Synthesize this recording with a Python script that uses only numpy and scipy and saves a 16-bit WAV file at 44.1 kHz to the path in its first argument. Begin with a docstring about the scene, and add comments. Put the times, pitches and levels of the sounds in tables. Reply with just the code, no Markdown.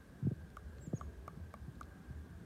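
"""Woodpecker in a snowy wood

In a quiet wood a woodpecker knocks five times on a trunk: noise clicks over damped modes, with ticks of bark.
A small bird gives two thin, arched chirps, sines with an octave, that hang among the trees as scattered echoes.
Soft bumps of sinking pitch sound close to the microphone, some with a dull, ringing contact.
Behind lie a far rumble with deep sine throbs, a faint hiss and a wavering whir, all of filtered noise."""
import sys
import numpy as np
from scipy import signal
from scipy.fft import rfft, irfft
from scipy.io import wavfile
from scipy.ndimage import uniform_filter1d

SR = 44100
rng = np.random.default_rng(int(sys.argv[2]) if len(sys.argv) > 2 else 0)


def generate_wav(signal):
    """Clip the signal to [-1, 1] and save it as 16-bit WAV at the path in sys.argv[1]."""
    frames = np.transpose(np.atleast_2d(signal))
    scaled = np.clip(frames, -1, 1) * 32767
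    pcm = np.round(scaled).astype(np.int16)
    wavfile.write(sys.argv[1], SR, pcm)


N = 108045  # length in samples


def amp(db):
    """Decibels to gain."""
    return 10 ** (np.asarray(db) / 20)


def unit(x):
    """Scales to rms 1."""
    return x / np.sqrt(np.mean(x ** 2) + 1e-20)


def read(points, hz):
    """Reads a table of values against frequency on a log-frequency axis."""
    freq_hz, value = np.transpose(points)
    return np.interp(np.log(hz + 1), np.log(freq_hz + 1), value)


def add(mix, start_s, sound):
    """Mixes a sound in at its start time."""
    part = mix[max(round(start_s * SR), 0):][:len(sound)]
    part += sound[:len(part)]


def drift(n, size):
    """Smooth random wander of rms 1; size is the smoothing in samples."""
    once = uniform_filter1d(rng.standard_normal(n), size)
    return unit(uniform_filter1d(once, size))


def burst(spectrum, t60_s):
    """A short crack: dying noise coloured by a causal filter, so that nothing sounds ahead of it."""
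    t = np.arange(4096) / SR
    hz = abs(np.fft.fftfreq(len(t), 1 / SR))
    log_gain = np.log(amp(read(spectrum, hz)))
    # minimum phase, found from the log gain
    response = np.exp(np.conj(signal.hilbert(log_gain)))
    colour = np.fft.ifft(response).real[:1024]
    fade = amp(-60 * t / t60_s)
    crack = signal.fftconvolve(rng.standard_normal(len(t)) * fade, colour)[:len(t)]
    return unit(crack) * np.sqrt(np.mean(fade ** 2))


def air(spectrum, patch_db, size):
    """Coloured noise whose level drifts in patches of time and frequency."""
    hz = np.fft.rfftfreq(size, 1 / SR)
    real, imag, rough = rng.standard_normal((4 * N // size + 6, len(hz), 3)).T
    patches = uniform_filter1d(rough, size=7, axis=0)
    patches = unit(uniform_filter1d(patches, size=5, axis=1))
    z = (real + 1j * imag) * amp(read(spectrum, hz)[:, None] + patch_db * patches)
    noise = signal.istft(z, nperseg=size, noverlap=size - size // 4)[1]
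    return unit(noise[:N])


def ring(modes, rise_s, tuning=1):
    """Damped modes; neighbours swing in opposite directions, so the knock swells over a cycle or two."""
    t = np.arange(4096) / SR
    swings = np.zeros(len(t))
    for k, (hz, db, t60_s) in enumerate(modes):
        swings += (-1) ** k * amp(db - 60 * t / t60_s) * np.sin(2 * np.pi * tuning * hz * t)
    return (1 - np.exp(-t / rise_s)) ** 2 * swings


# far rumble, relative spectrum: freq_hz, density_db
RUMBLE_SPECTRUM = [(20, -56), (34, -34), (48, -13), (66, 2), (82, 0.5), (100, -7), (170, -5), (250, -12.5),
                   (400, -15.5), (600, -23.5), (950, -28), (1170, -28), (1380, -31), (1900, -34),
                   (2800, -47), (8000, -70)]
# slow course of the rumble: time_s, level_db
RUMBLE_SWELL = [(0, -1), (.2, 1), (.55, -1), (.8, 1), (1.05, 2), (1.3, 1), (1.7, 0.5), (1.95, 1.5),
                (2.17, 1.5), (2.45, 0.5)]
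# faint hiss, relative spectrum: freq_hz, density_db
HISS_SPECTRUM = [(20, 6), (2000, 3), (3500, 3), (5000, 0), (8250, -2.5), (8700, 2), (9150, -4), (12500, -4),
                 (14000, -6), (16000, -12.5)]
RUMBLE_DB, RUMBLE_PATCH_DB = -53.5, 2.5
HISS_DB, HISS_PATCH_DB = -74, 1
WHIR_HZ, WHIR_WIDTH_HZ, WHIR_DB, WHIR_WAVER_DB = 1596, 182, -71.5, 1.5


def background():
    """Far rumble, even hiss and a faint wavering whir: noise through broad spectra and one narrow band."""
    swell = amp(np.interp(np.arange(N) / SR, *np.transpose(RUMBLE_SWELL)))
    rumble = amp(RUMBLE_DB) * swell * air(RUMBLE_SPECTRUM, RUMBLE_PATCH_DB, size=4096)
    hiss = amp(HISS_DB) * air(HISS_SPECTRUM, HISS_PATCH_DB, size=512)
    hz = np.fft.rfftfreq(N, 1 / SR)
    band = 1 / (1 + ((hz - WHIR_HZ) / (WHIR_WIDTH_HZ / 2)) ** 2)
    whir = unit(irfft(rfft(rng.standard_normal(N)) * band, N))
    whir *= amp(WHIR_DB + WHIR_WAVER_DB * drift(N, size=3000))
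    return rumble + hiss + whir


# low bumps close to the microphone: start_s, level_db, start_pitch_hz, length_s, rise_s
CLOSE_BUMPS = [(0.2261, -30.1, 223, 0.035, 0.0036), (0.249, -15.5, 270, 0.024, 0.02),
               (.269, -25, 403, 0.04, 0.0023), (0.3108, -27, 630, 0.038, 0.014),
               (0.8703, -27.5, 495, 0.023, 0.015), (0.9305, -19.5, 600, 0.031, 0.016),
               (1.372, -42.5, 327, 0.016, 0.0033), (1.678, -36.5, 390, 0.033, .008),
               (2.099, -38.5, 390, .04, 0.0069)]
# dull contact at the harder bumps: start_s, level_db
BUMP_CONTACTS = [(0.2693, -35.5), (.3150, -32), (0.9307, -21.5)]
# what the contact rings with: pitch_hz, level_db, t60_s
CONTACT_MODES = [(368, -9.5, 0.027), (484, -14, 0.041), (622, -13, 0.021), (1170, -28, .018)]
BUMP_LOW_HZ, BUMP_SAG_S = 111.4, 0.0047  # pitch sinks toward this value, with this time constant
CONTACT_RISE_S = .0009


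def bumps():
    """Soft, close thumps whose pitch sinks quickly; the harder ones have a dull contact of damped modes."""
    out = np.zeros(N)
    for start_s, db, pitch_hz, length_s, rise_s in CLOSE_BUMPS:
        t = np.arange(0, length_s, 1 / SR)
        hz = BUMP_LOW_HZ + (pitch_hz - BUMP_LOW_HZ) * np.exp(-t / BUMP_SAG_S)
        thump = np.sin(2 * np.pi * np.cumsum(hz) / SR)
        envelope = (1 - np.exp(-t / rise_s)) * np.cos(np.pi / 2 * t / length_s) ** 2
        add(out, start_s, amp(db) * thump * envelope)
    for start_s, db in BUMP_CONTACTS:
        add(out, start_s, amp(db) * ring(CONTACT_MODES, CONTACT_RISE_S))
    return out


# bill blows: start_s, level_db, deep_db, upper_db, high_db, click_db, tuning_ratio
# (deep, upper, high and click are relative to the blow; tuning belongs to the spot struck)
BLOWS = [(.5688, -40.6, -2, 6.5, -4, 4, 1.008), (1.0105, -37.5, 0.3, 1, -7, -5, 1.002),
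         (1.2784, -38, 3.5, 1.5, 2, -1, 1.003), (1.5394, -42, 6.5, -17, 7, 2, .998),
         (1.8103, -38.6, -3, 5, -7, 3, 1.02)]
# trunk modes in four groups: pitch_hz, level_db, t60_s
DEEP_MODES = [(645, -3, 0.014), (854, -17, 0.034)]
MAIN_MODES = [(1152, 2, .033)]
UPPER_MODES = [(1313, 0.2, 0.012), (1470, -9.5, 0.019)]
HIGH_MODES = [(2237, -4.5, 0.013), (2785, -15.5, 0.011), (3750, -4, 0.0046)]
# click of the bill, relative spectrum: freq_hz, density_db
CLICK_SPECTRUM = [(500, -16), (2000, -1.5), (3500, 2.5), (4700, -4.5), (6200, 3), (7500, 1.5), (9000, -3.5),
                  (12500, -1), (14000, -11), (16000, -9)]
# small ticks of bark: start_s, level_db
BARK_TICKS = [(.5024, -61.5), (0.7835, -56), (1.7545, -64), (1.8308, -55.5)]
# colour of a bark tick, relative spectrum: freq_hz, density_db
TICK_SPECTRUM = [(1000, -0.5), (3000, -7.5), (4200, -0.5), (5100, -10.5), (7000, -9), (8500, -21),
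                 (16000, -30)]
RING_DELAY_S, RING_RISE_S, HIGH_RISE_S = 0.00039, 0.00018, 0.0017
CLICK_DB, CLICK_T60_S, TICK_T60_S = -14.5, 0.0068, 0.011


def woodpecker():
    """The bill clicks on the bark and the trunk rings; each spot favours other modes."""
    out = np.zeros(N)
    for start_s, db, deep_db, upper_db, high_db, click_db, tuning in BLOWS:
        click = burst(CLICK_SPECTRUM, CLICK_T60_S)
        add(out, start_s, amp(db + click_db + CLICK_DB) * click)
        wood = ring(MAIN_MODES, RING_RISE_S, tuning)
        wood += amp(deep_db) * ring(DEEP_MODES, RING_RISE_S, tuning)
        wood -= amp(upper_db) * ring(UPPER_MODES, RING_RISE_S, tuning)
        wood += amp(high_db) * ring(HIGH_MODES, HIGH_RISE_S, tuning)
        add(out, start_s + RING_DELAY_S, amp(db) * wood)
    for start_s, db in BARK_TICKS:
        add(out, start_s, amp(db) * burst(TICK_SPECTRUM, TICK_T60_S))
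    return out


# how long the scattering hangs among the trees: freq_hz, t60_s
TREE_DECAY = [(200, 0.35), (1200, 0.59), (7000, 0.58), (16000, 0.17)]


def trees(x):
    """Scattered echoes from the trunks, each band dying at its own speed."""
    # about 2000 echoes a second, none in the first 300 samples
    hits = (rng.random(SR) < 2000 / SR) * (np.arange(SR) > 300)
    taps = rng.standard_normal(SR) * hits
    hz, t, z = signal.stft(taps, SR, nperseg=256)
    fade = amp(-60 * t / read(TREE_DECAY, hz)[:, None])
    tail = signal.istft(z * fade, SR, nperseg=256)[1]
    return signal.fftconvolve(x, tail / np.linalg.norm(tail))[:N]


# course of each chirp: time_s, pitch_hz, level_db, octave_db (relative to the whistle)
CHIRP_COURSES = [
    [(.804, 7230, -82, -18), (.813, 7520, -67, -22), (.823, 7640, -62, -22), (.845, 7630, -65.5, -17),
     (.865, 7320, -61, -18), (.873, 6780, -69, -20), (.878, 5200, -88, -8)],
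    [(.942, 5770, -77, -22), (.950, 6450, -65, -26), (.960, 6670, -60.5, -26), (.976, 6680, -58, -30),
     (.984, 5920, -65, -20), (.993, 4960, -72, -6), (1.006, 3600, -97, 16)],
]
CHIRP_JITTER, CHIRP_FLUTTER_DB = .003, 2  # rms wander of pitch (ratio) and of level


def small_bird():
    """Nearly pure whistles that rise, crest and plunge; the octave comes out as they fall."""
    out = np.zeros(N)
    for course in CHIRP_COURSES:
        time_s, pitch_hz, level_db, octave_db = np.transpose(course)
        t = np.arange(time_s[0], time_s[-1], 1 / SR)
        hz = uniform_filter1d(np.interp(t, time_s, pitch_hz), size=160)
        hz *= 1 + CHIRP_JITTER * drift(N, size=40)[:len(t)]
        phase = 2 * np.pi * np.cumsum(hz) / SR
        flutter_db = CHIRP_FLUTTER_DB * drift(N, size=200)[:len(t)]
        level = amp(np.interp(t, time_s, level_db) + flutter_db)
        octave = amp(np.interp(t, time_s, octave_db)) * np.sin(2 * phase)
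        add(out, time_s[0], level * (np.sin(phase) + octave))
    return out


# deep, faint throbs in the rumble: start_s, length_s, level_db
RUMBLE_THROBS = [(1.17, 0.057, -47.5), (1.402, 0.052, -44), (1.593, 0.085, -45), (2.126, 0.13, -44.5)]
THROB_HZ = 75  # mean pitch


def throbs():
    """Deep sines of unsteady pitch that swell and fade within the rumble."""
    out = np.zeros(N)
    for start_s, length_s, db in RUMBLE_THROBS:
        t = np.arange(0, length_s, 1 / SR)
        hz = THROB_HZ * (1 + .12 * drift(N, size=400)[:len(t)])
        tone = np.sin(2 * np.pi * np.cumsum(hz) / SR)
        add(out, start_s, amp(db) * np.sin(np.pi * t / length_s) * tone)
    return out


PECK_ECHO_DB, CHIRP_ECHO_DB = -22, -12.5


def scene():
    """Both birds with their echoes, the near bumps and the still wood."""
    pecks, chirps = woodpecker(), small_bird()
    echo = trees(amp(PECK_ECHO_DB) * pecks + amp(CHIRP_ECHO_DB) * chirps)
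    mix = background() + bumps() + pecks + chirps + echo + throbs()
    return mix[None]  # one channel


EDGE_HZ = 15900


def record(dry):
    """The recorder's band limit: a steep low-pass filter."""
    lowpass = signal.firwin(511, EDGE_HZ, window=("kaiser", 9), fs=SR)
    return signal.oaconvolve(dry, lowpass[None], "same")


dry = scene()
out = record(dry)
generate_wav(out)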